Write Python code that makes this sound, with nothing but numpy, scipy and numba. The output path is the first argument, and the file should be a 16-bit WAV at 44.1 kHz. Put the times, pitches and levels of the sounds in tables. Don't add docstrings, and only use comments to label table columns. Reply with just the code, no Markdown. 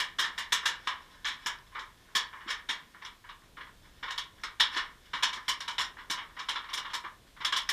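import sys
import numpy as np
from numba import njit
from scipy import signal
from scipy.fft import rfft, irfft
from scipy.io import wavfile
from scipy.ndimage import uniform_filter1d

SR = 44100
rng = np.random.default_rng(int(sys.argv[2]) if len(sys.argv) > 2 else 0)


def put_to_file(sound):
    columns = np.atleast_2d(sound).T
    safe = np.clip(columns, -1, 1)
    whole_steps = np.round(safe * 32767)
    wavfile.write(sys.argv[1], SR, whole_steps.astype(np.int16))


def invert_db(x):
    u = np.asarray(x, float) / 20
    return 10 ** u


N = 340452

# start in seconds, level below 2.5 kHz in dB,
# 2.7-4.2 kHz share in dB, treble share in dB, swell time in ms.
SNAPS = [(0.0, -31.5, 3.5, -2.5, 1.47), (0.185, -27.5, 0, -4, 11.2), (0.377, -34, -0.5, -5, 4.64),
         (0.521, -27, 3.5, -1.5, 2.85), (0.654, -28, 0, -2, 4.7), (0.871, -30.5, -4, -9, 3.6),
         (1.246, -31.5, 2, -7, 18), (1.46, -31, -2, -4, 3.6), (2.15, -28, 2, -2, 3.94),
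         (2.688, -31.5, 2.5, -6.5, 7.2), (4.598, -26.5, 6.5, -5, 2.48), (4.762, -29, -1.5, -11, 7.56),
         (5.133, -31.5, -1, -12.5, 11.4), (5.225, -27.5, 5.5, -5, 5.3), (5.48, -28.5, 3, -3, 5.7),
         (5.781, -27.5, 0, -6, 9.6), (6.099, -31.5, -0.5, -3, 4.6), (6.486, -31, 0.5, -6.5, 3.9),
         (6.731, -35, 0, 0, 7.6), (6.933, -32.5, -1.5, -3, 8.1), (7.447, -31, 2.5, -4.5, 1.41),
         (7.523, -28.5, 1.5, -8, 2.83), (7.559, -33, 6, -2.5, 6.3), (7.69, -30.5, 5.5, -1, 3.2)]
# start in seconds, level in dB, 2.7-4.2 kHz share in dB, swell time in ms.
DENTS = [(0.241, -34, -1, 1.63), (0.8, -62, -8, 2.7), (1.664, -63, -3, 2.5), (1.791, -44.5, -2, 2.33),
         (2.464, -42.5, -9, 22), (2.479, -35.5, -4.5, 9.1), (2.501, -35, 2, 2.54), (3.049, -43, -2, 2.07),
         (3.419, -58.5, -18, 5.2), (3.85, -58.5, -11, 5), (4.105, -37, 0, 3), (4.177, -37, 4.5, 2.7),
         (4.379, -56.5, -14, 4.6), (4.434, -36, -2.5, 1.04), (4.742, -38.5, -11, 14), (5.054, -65, 5, 2.6),
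         (5.328, -36.5, -1, 2.7), (5.603, -39.5, 2, 1.1), (5.678, -34.5, -0.5, 3), (6.389, -35.5, -6, 7.9),
         (6.774, -35.5, 1.5, 1.86), (7.268, -64, -2, 1.5)]
# start in seconds, level in dB, 2.7-4.2 kHz share in dB,
# swell time in ms.
YIELDS = [(0.631, -35.5, -26, 6.8), (1.718, -52, -15, 19), (1.749, -35.5, -15, 4.9),
          (1.77, -38.5, -18, 7.4), (2.085, -55, -22, 2.5), (2.329, -40, -16.5, 10), (2.408, -44.5, -14, 12),
          (2.942, -48.5, -19, 5.8), (3.016, -43, -8, 6), (3.24, -47, -18, 11), (3.289, -43, -5.5, 3.7),
          (3.568, -39.5, -15, 9), (3.605, -40.5, -9, 6), (3.669, -49, -14, 1.4), (4.027, -35, -4, 6.7),
          (4.078, -37.5, -6, 4.7), (5.373, -40, -23, 1.3), (5.968, -42.5, -18, 10.8),
          (5.985, -45.5, -7, 6.7), (6.175, -34.5, -8, 9.5), (6.294, -53, -16, 8.8),
          (6.366, -39.5, -12, 4.9), (6.553, -33, -4, 3), (6.64, -40.5, -12, 2.9), (6.685, -40, -3, 12.5),
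          (6.847, -36, -8, 7.3), (6.899, -43, -1.5, 3.7), (7.038, -33.5, -16, 10), (7.365, -48, -11, 7.6),
          (7.403, -36.5, -7, 4.7)]
# time in seconds, ring time factor.
GRIP = [(0.0, 0.88), (.9, 0.94), (1.6, 0.86), (2.3, .93), (3.0, 0.89), (3.7, 0.65), (4.2, 0.83),
        (4.7, 0.92), (5.4, 0.77), (6.0, 0.87), (6.6, 0.82), (7.0, 0.66), (7.7, 0.75)]
# time in seconds,
# level moved from 1.1 to 1.8 kHz in dB.
MOUTH = [(0.0, 5), (.6, 2), (1.2, 3), (1.8, -0.5), (2.5, 4.5), (3.2, -1), (4.0, 0.5), (4.7, 2.5),
         (5.4, 0.5), (6.2, -1), (7.0, -2.5), (7.7, 2)]
# time in seconds, level in dB.
RUBBING = [(0.0, -43), (0.2, -66), (0.62, -55), (1.03, -55), (1.4, -59), (1.95, -64), (2.72, -58),
           (3.05, -71), (4.1, -62), (4.55, -68), (4.75, -39.5), (4.92, -62), (5.2, -57), (5.68, -55.5),
           (5.92, -63), (7.1, -64), (7.25, -68), (7.6, -48)]
# frequency in Hz, level in dB per Hz.
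SHEET_COLOUR = [(88, -55), (150, -29), (326, -20.5), (736, -19.5), (1060, 0.5), (1290, -3), (1730, -7),
                (2270, -4), (2600, -7.5), (3280, -2.5), (4650, -12), (5440, -10.5), (6110, -12),
                (12500, -31.5), (15500, -41)]
# centre in Hz, width in Hz, gain in dB.
CONE_BANDS = [(964, 75, 3.5), (1754, 127, 7), (2283, 29, 1.5), (2445, 50, -9), (2664, 91, -10),
              (3120, 64, -3), (3750, 135, 1), (4190, 41, -4), (4800, 170, -2), (5350, 290, 6),
              (5950, 67, -7), (6770, 117, -17), (6825, 203, 9.5), (7560, 94, -2.5)]
# frequency in Hz, time to fall 60 dB in seconds.
RING_TIME = [
    (200, 0.52),
    (800, 0.42),
    (2100, 0.34),
    (5500, 0.21),
    (14600, 0.099),
]
# start in seconds, peak in dB, pitch in Hz.
THUMPS = [(0.186, -41.5, 280), (0.523, -44, 248), (0.651, -55, 317), (0.871, -47, 269), (1.457, -45, 310),
          (2.149, -39, 357), (2.461, -42, 294), (2.689, -41, 205), (3.569, -49, 240), (4.022, -47.5, 248),
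          (4.436, -48, 355), (4.594, -56, 423), (4.76, -40.5, 305), (5.135, -42, 290), (5.225, -43, 475),
          (5.366, -47, 404), (5.477, -41, 166), (5.603, -54, 413), (5.785, -44, 211), (6.098, -39, 312),
          (6.484, -62, 434), (6.772, -54, 357), (7.04, -46, 243), (7.402, -50, 167)]
# start in seconds, peak in dB, pitch in Hz.
EDGE_TICKS = [(0.2359, -31, 5400), (0.521, -37, 5270), (1.2525, -26, 5640), (1.4606, -25, 5500),
              (1.5858, -48, 5290), (1.7908, -41, 5170), (2.5037, -29, 5330), (3.05, -34, 5140),
              (3.2894, -55, 5240), (4.1071, -38, 5320), (4.179, -25, 4940), (4.3944, -58, 5770),
              (4.4144, -50, 5440), (4.7486, -32, 4550), (5.4864, -27, 5170), (5.605, -32, 5270),
              (6.102, -27, 5620), (6.398, -33, 5100), (6.6987, -42, 5080), (6.7396, -28, 5120),
              (6.776, -27, 5640), (6.9406, -33, 5350), (7.449, -14.5, 4860), (7.5662, -25, 5260),
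              (7.6904, -19, 5420)]
# frequency in Hz, level in dB per Hz.
AIR_COLOUR = [(12, -36), (20, 7), (90, -5), (308, -12.5), (481, -15.5), (795, -18), (1890, -23),
              (3590, -20), (4490, -24), (14500, -32.5), (15800, -49)]

MODE_COUNT, SLIP_COUNT = 1300, 11


def sheet():
    hz, colour = modes()
    start_s, low_db, mid_db, top_db, ring_factor, swell_ms = buckles()[:, :, None]
    count = len(start_s)
    above_top = 1 / (1 + (4400 / hz) ** 8)
    brief = np.arange(MODE_COUNT) % 4 == 0
    crack_db = brief * (3 - np.log2(swell_ms / 4))
    spot_db = 1.67 * 5 * uniform_filter1d(rng.standard_normal((count, MODE_COUNT)), size=30, axis=1)
    tilt_db = brightness(hz, above_top, start_s, mid_db, top_db)
    gain = colour * invert_db(low_db + 3 + tilt_db + spot_db + crack_db)

    bend = 0.00297
    buckle_detune = bend * rng.standard_normal((count, 1, MODE_COUNT))
    slip_detune = bend * rng.standard_normal((count, SLIP_COUNT, MODE_COUNT))
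    turn = 2 * np.pi * hz * (1 + buckle_detune + slip_detune) / SR
    turn = turn.reshape(-1, MODE_COUNT)
    t60_s = on_log(RING_TIME, hz) * ring_factor.clip(2 / 3) * np.where(brief, 0.13, 1)
    fade = np.exp(-np.log(1000) / (t60_s * SR))

    part, size, at = slips(start_s, swell_ms)
    early = invert_db(-13 * (1 - part).clip(0)[:, :, None] * above_top)
    push = rng.standard_normal((count, SLIP_COUNT, MODE_COUNT))
    kick = (gain[:, None] * push * size[:, :, None] * early).reshape(len(at), -1)
    order = np.argsort(at, kind="stable")
    slip_fade, slip_turn = fade[order // SLIP_COUNT], turn[order]

    build_up = np.sqrt(1 - fade.mean(axis=0) ** 2)
    touch = colour * build_up * invert_db(-9 * above_top) * rng.standard_normal(MODE_COUNT)
    parts = kick[order], slip_fade * np.cos(slip_turn), slip_fade * np.sin(slip_turn), rubbing(), touch
    return radiate(ring(at[order], *(p.astype(np.float32) for p in parts)), SHEET_COLOUR)


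def modes():
    crowding = 1.35
    place = (np.arange(MODE_COUNT) + rng.random(MODE_COUNT)) / MODE_COUNT
    hz = 150 + 15300 * place ** crowding
    cone_db = sum(db * np.exp(-.5 * ((hz - f) / width) ** 2) for f, width, db in CONE_BANDS)
    colour = invert_db(cone_db) * place ** ((crowding - 1) / 2)
    heard = colour * invert_db(on_log(SHEET_COLOUR, hz))
    return hz, colour / np.sqrt(np.sum(heard[hz < 2500] ** 2))


def buckles():
    groups = [np.array(SNAPS).T]
    # base in dB, slope
    for table, base_db, slope in (DENTS, -7, 0.65), (YIELDS, -17, 0.93):
        start_s, low_db, mid_db, swell_ms = np.transpose(table)
        groups.append([start_s, low_db, mid_db, base_db + slope * mid_db, swell_ms])
    start_s, low_db, mid_db, top_db, swell_ms = np.hstack(groups)
    ring_factor = np.interp(start_s, *np.transpose(GRIP))
    return np.array([start_s, low_db, mid_db, top_db, ring_factor, swell_ms])


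def brightness(hz, above_top, start_s, mid_db, top_db):
    above_mid = 1 / (1 + (2500 / hz) ** 8)
    middle_db = (above_mid - above_top) * (mid_db + 6.5)
    treble_db = above_top * (top_db + 9.5) * (hz / 6000) ** 0.94
    upper_band = np.exp(-.5 * ((hz - 1780) / 200) ** 2)
    lower_band = np.exp(-.5 * ((hz - 1080) / 170) ** 2)
    mouth_db = np.interp(start_s, *np.transpose(MOUTH)) * (upper_band - 0.28 * lower_band)
    return middle_db + treble_db + mouth_db


def slips(start_s, swell_ms):
    shape = (len(start_s), SLIP_COUNT)
    delay = .4 * rng.standard_normal(shape).clip(0, 2)
    part = 3.3 * ((np.arange(SLIP_COUNT) + delay) / SLIP_COUNT) ** 1.4
    size = (part + .2) * np.exp(-1.6 * part) * invert_db(4 * rng.standard_normal(shape))
    size /= np.sqrt(np.sum(size ** 2, axis=1, keepdims=True))
    wait_ms = part * (swell_ms.clip(1) + 1.5) + 60 * (part / 3.3) ** 4
    at = ((start_s + wait_ms / 1000) * SR).astype(int).ravel()
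    return part, size, at


def rubbing():
    time_s, level_db = np.transpose(RUBBING)
    level_db = np.interp(np.arange(N) / SR, time_s, level_db)
    return rng.standard_normal(N) * invert_db(level_db - 3 + 3.8 * walk(28))


@njit(fastmath=True)
def ring(at, kick, cos, sin, rub, touch):
    out = np.zeros(len(rub))
    re, im = np.zeros_like(touch), np.zeros_like(touch)
    slip = -1
    for i in range(len(rub)):
        while slip + 1 < len(at) and at[slip + 1] <= i:
            slip += 1
            re += kick[slip]
        c, s = cos[max(slip, 0)], sin[max(slip, 0)]
        total = np.float32(0)
        for m in range(len(touch)):
            r = re[m] * c[m] - im[m] * s[m] + rub[i] * touch[m]
            im[m] = re[m] * s[m] + im[m] * c[m]
            re[m] = r
            total += im[m]
        out[i] = total
    return out


def radiate(x, table):
    hz = np.maximum(np.arange(1025) * SR / 2048, 1)
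    cepstrum = irfft(np.log(invert_db(on_log(table, hz))))
    cepstrum[1:1024] *= 2
    cepstrum[1025:] = 0
    response = irfft(np.exp(rfft(cepstrum)))
    return signal.fftconvolve(x, response)[:len(x)]


def fingertips():
    return knocks(THUMPS, t60_s=0.074, push_ms=5.4, gain_db=-4, spread=0.94)


def rolled_edge():
    return knocks(EDGE_TICKS, t60_s=0.019, push_ms=0.53, gain_db=-7, spread=0.28)


def knocks(table, t60_s, push_ms, gain_db, spread):
    out = np.zeros(N + 8000)
    t = np.arange(8000) / SR
    shape = (1 - np.exp(-t * 1000 / push_ms)) * np.exp(-np.log(1000) * t / t60_s)
    for start_s, peak_db, hz in table:
        tone = np.zeros(len(t))
        for detune, phase in rng.random((4, 2)):
            tone += np.sin(2 * np.pi * (hz * (1 - spread / 2 + spread * detune) * t) + 2 * np.pi * phase)
        first = int(start_s * SR)
        out[first:first + len(t)] += invert_db(peak_db + gain_db) * tone * shape
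    return out[:N]


def air():
    wind = shaped(AIR_COLOUR, 21, 150) * invert_db(1.2 * walk(3))
    garden = shaped(AIR_COLOUR, 150, 800) * invert_db(1.7 * walk(4.69))
    hiss = shaped(AIR_COLOUR, 800, 16500)
    both = wind + garden + hiss
    return both * invert_db(-59.5) / np.sqrt(np.mean(both ** 2))


def shaped(table, lo_hz, hi_hz):
    hz = np.maximum(np.arange(N // 2 + 1) * SR / N, 1)
    gain = invert_db(on_log(table, hz)) * (hz >= lo_hz) * (hz < hi_hz)
    return irfft(rfft(rng.standard_normal(N)) * gain, N)


def on_log(table, hz):
    f, value = np.transpose(table)
    return np.interp(np.log(hz), np.log(f), value)


def walk(rate):
    hold = int(SR / rate)
    steps = np.repeat(rng.standard_normal(N // hold + 1), hold)
    return 1.5 * uniform_filter1d(uniform_filter1d(steps, hold), hold)[:N]


def scene():
    return (sheet() + fingertips() + rolled_edge() + air())[None]


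def top_cut(x):
    return signal.sosfilt(signal.butter(12, 15900, fs=SR, output="sos"), x)


def record(dry):
    low_pass = signal.ellip(8, .3, 45, 15500, fs=SR, output="sos")
    mix = signal.sosfilt(low_pass, dry)
    return top_cut(mix)


dry = scene()
out = record(dry)
put_to_file(out)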